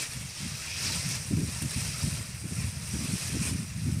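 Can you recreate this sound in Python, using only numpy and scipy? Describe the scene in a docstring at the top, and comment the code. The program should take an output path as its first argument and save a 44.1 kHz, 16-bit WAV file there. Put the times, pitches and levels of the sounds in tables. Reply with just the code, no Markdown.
"""Lizard on dry leaves.

Under trees, a big lizard walks slowly over a carpet of dry leaves near the microphone.
The rustle swells and fades: tiny crackles and sliding leaves, with a few scrapes and sharper crunches.
Light wind buffets the microphone in short low puffs; farther off, air washes softly through the trees."""
import sys
import numpy as np
from scipy import signal
from scipy.fft import rfft, irfft
from scipy.io import wavfile
from scipy.ndimage import uniform_filter1d

SR = 44100
rng = np.random.default_rng(int(sys.argv[2]) if len(sys.argv) > 2 else 0)


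def dump(signal):
    """Clip the signal to [-1, 1] and save it as 16-bit WAV at the path in sys.argv[1]."""
    limited = np.clip(np.atleast_2d(signal).T, -1, 1)
    pcm = np.round(limited * 32767).astype(np.int16)
    wavfile.write(sys.argv[1], SR, pcm)


N = 176400
T = np.arange(N) / SR


def from_db(db):
    """Decibels to gain."""
    return 10 ** (np.asarray(db) / 20)


def rms_one(x):
    """Scale to unit power."""
    return x / np.sqrt(np.mean(x ** 2) + 1e-20)


def in_time(rows, column=1):
    """One column of a timed table at every sample."""
    rows = np.array(rows)
    return np.interp(T, rows[:, 0], rows[:, column])


def at_hz(points, hz):
    """Read a table on a log-frequency axis."""
    table_hz, value = np.transpose(points)
    return np.interp(np.log(hz + 1e-9), np.log(table_hz), value)


def drift(rate_hz):
    """A smooth random wander with a spread of 1."""
    hop, run_in = 40, 2000
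    pole = np.exp(-2 * np.pi * rate_hz * hop / SR)
    noise = rng.standard_normal(N // hop + run_in + 2)
    slow = signal.lfilter([1], [1, -2 * pole, pole * pole], noise)[run_in:]
    return np.interp(np.arange(N) / hop, np.arange(len(slow)), rms_one(slow))


def shaped(x, gain_at):
    """Filter by a gain that depends on frequency; unit power."""
    hz = np.arange(len(x) // 2 + 1) * SR / len(x)
    return rms_one(irfft(rfft(x) * gain_at(hz), len(x)))


def coloured(x, colour):
    """Filter by a table of levels over frequency; unit power."""
    return shaped(x, lambda hz: from_db(at_hz(colour, hz)))


def bands(x, count):
    """Split into overlapping bands that sum to the whole: (centre [Hz], band)."""
    centres = np.geomspace(40, 15000, count)
    spectrum, hz = rfft(x), np.arange(N // 2 + 1) * SR / N
    return [(centre, irfft(spectrum * np.interp(hz, centres, weights), N))
            for centre, weights in zip(centres, np.eye(count))]


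# Far air in the trees: (frequency [Hz], relative level [dB])
AIR_COLOUR = [(60, 12.5), (250, -12), (600, 0), (1200, 5), (2500, 10.5), (6000, -52.5), (15000, -7)]

def distant_air():
    """A soft steady wash from the trees around the microphone."""
    return from_db(-54.5) * coloured(rng.standard_normal(N), AIR_COLOUR)


# Buffeting at the microphone, before its roll-off: (frequency [Hz], relative level [dB])
BUFFET_COLOUR = [(22, -27), (35, -28), (50, -14), (68, 1), (120, 1), (200, -2.5), (300, -5.5), (600, -14)]

def eddies(reach_hz, samples, eddy_s=0.058, roll_off_order=3.85):
    """Low turbulent noise that falls away steeply above its reach; unit power."""
    def gain_at(hz):
        return from_db(at_hz(BUFFET_COLOUR, hz)) / np.hypot(1, (hz / reach_hz) ** roll_off_order)

    rumble = shaped(rng.standard_normal(samples), gain_at)
    span = int(eddy_s * SR)
    local_power = uniform_filter1d(uniform_filter1d(rumble ** 2, span), span) + 1e-9
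    return rms_one(rumble / np.sqrt(local_power))  # evens out chance swells


# Breeze on the microphone, before the low cut: (time [s], level [dB])
BREEZE_LEVEL = [(0, -46), (.06, -55), (.16, -37.5), (.26, -39.5), (.35, -51), (.42, -39.5), (.52, -39),
                (.59, -43), (.67, -44.5), (.83, -40), (1.0, -37.5), (1.25, -38.5), (1.5, -38.5),
                (1.55, -36.5), (1.72, -41.5), (1.84, -32), (1.95, -39.5), (2.12, -32.5), (2.25, -44.5),
                (2.35, -37.5), (2.5, -42.5), (2.58, -33.5), (2.73, -40.5), (2.9, -35.5), (3.18, -52.5),
                (3.28, -34), (3.47, -35), (3.63, -41), (3.73, -36.5), (3.79, -34), (3.84, -29), (4, -33.5)]
# Puffs on the microphone, before the low cut: (start [s], length [s], level [dB], reach [Hz])
WIND_PUFFS = [(0.163, 0.0089, -41, 240), (0.408, 0.011, -40.5, 290), (0.447, .015, -34.5, 210),
              (0.859, 0.053, -40, 282), (1.058, 0.02, -33.5, 186), (1.311, 0.024, -28.5, 378),
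              (1.337, 0.017, -23.5, 211), (1.37, 0.074, -26.5, 300), (1.467, 0.026, -36, 345),
              (1.625, 0.042, -30.5, 258), (1.763, 0.0155, -27.5, 178), (2.034, 0.053, -28, 239),
              (2.185, 0.027, -35.5, 212), (2.443, 0.018, -32.5, 300), (2.515, 0.0095, -34, 340),
              (2.618, .07, -31, 180), (2.761, 0.034, -34.5, 170), (2.94, 0.024, -28.5, 270),
              (2.992, 0.067, -33, 286), (3.089, .04, -31.5, 236), (3.137, 0.021, -27.5, 260),
              (3.299, 0.019, -40, 350), (3.343, 0.025, -30, 320), (3.398, 0.019, -27, 190),
              (3.453, .04, -35, 275), (3.512, 0.046, -29, 247), (3.587, 0.057, -35, 250),
              (3.862, 0.037, -28.5, 262), (3.924, 0.1, -32, 226)]

def wind_on_microphone(flutter_db=2, attack_s=0.0061, release_s=0.011, low_cut_hz=76):
    """A fluttering breeze right on the microphone, with sudden puffs that reach higher in pitch."""
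    out = eddies(reach_hz=161, samples=N) * from_db(in_time(BREEZE_LEVEL) + flutter_db * drift(27))
    for start, length, db, reach_hz in WIND_PUFFS:
        end = start + length
        envelope = np.interp(T, [start - attack_s, start, end, end + release_s], [0, 1, 1, 0])
        puff = envelope * np.resize(eddies(reach_hz, samples=16384), N)
        out += from_db(db) * rms_one(puff) * np.sqrt(np.mean(envelope ** 2))
    return signal.sosfilt(signal.butter(2, low_cut_hz, "high", fs=SR, output="sos"), out)


def leaf_rings(per_s=90, decay_s=0.016, low_hz=900, high_hz=6500):
    """Flicked leaves ring briefly, each at a pitch of its own; unit power."""
    out, t = np.zeros(N + SR), np.arange(4096) / SR
    for when, pitch, size in rng.random((int(per_s * N / SR), 3)):
        start = int(when * N)
        hz = low_hz * (high_hz / low_hz) ** pitch
        out[start:start + len(t)] += (.5 + size) * np.sin(2 * np.pi * hz * t) * np.exp(-t / decay_s)
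    return rms_one(out[:N])


# Tilt of the crackles against the hiss of sliding leaves: (frequency [Hz], gain [dB])
CRACKLE_COLOUR = [(500, -15), (2500, -5.5), (6000, -5.5), (9000, -1), (14000, 1.5)]

def leaf_crackles(per_s=2200, decay_s=0.00044, spread_db=1, largest_db=14):
    """Countless tiny cracks in the leaves, each a burst of noise, merge into a haze; unit power."""
    onsets = rng.random(N) < per_s / SR
    sizes = from_db(np.minimum(rng.exponential(spread_db, N), largest_db))
    power = signal.lfilter([1], [1, -np.exp(-2 / (decay_s * SR))], onsets * sizes ** 2 + 1e-18)
    return coloured(np.sqrt(power) * rng.standard_normal(N), CRACKLE_COLOUR)


# Broad colour of the leaf carpet, heard close: (frequency [Hz], gain [dB])
LEAF_COLOUR = [(300, -5.5), (630, -4.5), (800, -9), (1300, -7.5), (1600, -7), (2500, -1), (3100, -7.5),
               (3500, -6), (4200, -4), (5600, 1), (7000, -5), (8400, -1), (9400, -.5), (10700, -14),
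               (12500, -14.5), (14200, -25.5), (15500, -32)]
# Papery resonances of the dry leaves: (frequency [Hz], width [Hz], gain [dB])
LEAF_RESONANCES = [(940, 52, 2.5), (1346, 100, 2.5), (1820, 130, 3), (2470, 61, 1.5), (2690, 110, 3.5),
                   (3220, 56, 5), (3990, 100, 2.5), (4960, 130, 3), (5770, 50, 4.5), (8650, 180, -0.5)]

def leaf_noise():
    """Crackles, sliding hiss and faint rings, all coloured by the dry leaves; unit power."""
    def gain_at(hz):
        peaks_db = sum(db / (1 + (2 * (hz - centre) / width) ** 2)
                       for centre, width, db in LEAF_RESONANCES)
        return from_db(at_hz(LEAF_COLOUR, hz) + peaks_db)

    crackles = from_db(-5.5) * leaf_crackles()
    hiss = from_db(-6) * rng.standard_normal(N)
    rings = from_db(-19.5) * leaf_rings()
    return shaped(crackles + hiss + rings, gain_at)


# Leaves pushed aside on the ground: (middle [s], half length [s], level [dB], centre [Hz])
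LEAF_SCRAPES = [(0.407, 0.071, -51.5, 3300), (.75, .08, -43.5, 2570), (0.87, 0.022, -36, 4700),
                (1.127, 0.027, -38, 5900), (2.044, 0.027, -43, 5350), (2.62, 0.043, -48.5, 2400),
                (2.99, 0.067, -46, 5560), (3.44, .045, -45, 2460)]

def scrapes(width_octaves=0.25):
    """Leaves slide aside; each scrape swells and fades in its own band of the leaf noise."""
    leaves, out = leaf_noise(), np.zeros(N)
    for middle, half_length, db, centre_hz in LEAF_SCRAPES:
        band = shaped(leaves, lambda hz: np.exp(-.5 * (np.log2((hz + 1) / centre_hz) / width_octaves) ** 2))
        swell = np.exp(-.5 * ((T - middle) / half_length) ** 2)
        out += from_db(db) * swell * band
    return out


# Single leaves breaking under the lizard: (time [s], level [dB], decay [s])
LEAF_BREAKS = [(.021, -34.5, .006), (0.1337, -31, 0.0015), (0.956, -34, 0.0076), (1.089, -31, 0.0059),
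               (1.422, -45, .003), (1.62, -30, 0.0046), (1.624, -33, 0.0048), (1.709, -31, 0.0035),
               (1.715, -33, 0.0045), (3.498, -44, .004)]
# Colour of a crunch, heard close: (frequency [Hz], relative level [dB])
CRUNCH_COLOUR = [(800, -5), (3000, -3), (6500, -4), (9000, 10.5), (11000, -3.5), (15000, -12)]

def crunches():
    """A breaking leaf gives a sudden bright burst that dies in milliseconds."""
    envelope = sum(from_db(db) * (T >= start) * np.exp(-np.maximum(T - start, 0) / decay)
                   for start, db, decay in LEAF_BREAKS)
    return envelope * coloured(rng.standard_normal(N), CRUNCH_COLOUR)


# The lizard stirring the leaves nearby: (time [s], relative level [dB], midrange against treble [dB])
LIZARD_STIR = [(0, -39, 2.5), (.03, -39.5, 4), (.08, -44, 2), (.24, -47, 1.5), (.33, -48, 2),
               (.42, -44.5, 3.5), (.56, -45.5, 3.5), (.73, -45.5, 5), (.86, -38, 4.5), (.96, -39, 3),
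               (1.05, -42, 3), (1.11, -38, 1.5), (1.16, -38, 1), (1.19, -42, 0.5), (1.34, -45, -0.5),
               (1.58, -41, 0), (1.68, -41, 0), (1.76, -37.5, -1), (1.87, -39.5, 1), (1.93, -43.5, 3.5),
               (2.04, -37.5, -2), (2.29, -46.5, 1), (2.46, -46, -2.5), (2.58, -41.5, -1), (2.77, -45, -.5),
               (3.0, -41, -0.5), (3.25, -38, -.5), (3.36, -41.5, 0.5), (3.49, -35.5, -2),
               (3.52, -42.5, -.5), (3.72, -49, 0.5), (4, -44, -2)]
# How far each band follows the midrange swing: (frequency [Hz], factor [ratio])
MIDRANGE_SHARE = [(500, 0.42), (1500, 0.9), (2500, 1), (4000, 1.4), (5700, 1.18), (7500, 0.65),
                  (9500, -0.39), (14000, 0.78)]

def lizard_rustle(gain_db=3.5, band_flutter_db=1.06, flutter_db=0.57):
    """The rustle follows the lizard's stirring; a heavier drag fills out the midrange."""
    level_db, midrange_db = in_time(LIZARD_STIR, column=1), in_time(LIZARD_STIR, column=2)
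    swing_db = midrange_db - midrange_db.mean()
    out = sum(band * from_db(at_hz(MIDRANGE_SHARE, hz) * swing_db + band_flutter_db * drift(21))
              for hz, band in bands(leaf_noise(), count=24))
    return out * from_db(level_db + gain_db + flutter_db * drift(19))


def scene():
    """One microphone under the trees: the lizard near, wind on the capsule, air far off."""
    lizard = lizard_rustle() + scrapes() + crunches()
    return (lizard + wind_on_microphone() + distant_air())[None]


def record(dry):
    """The microphone's signal is cut steeply at the top of the treble."""
    cutoff_hz = 15550
    return signal.sosfilt(signal.ellip(12, .1, 90, cutoff_hz, fs=SR, output="sos"), dry)


dry = scene()
out = record(dry)
dump(out)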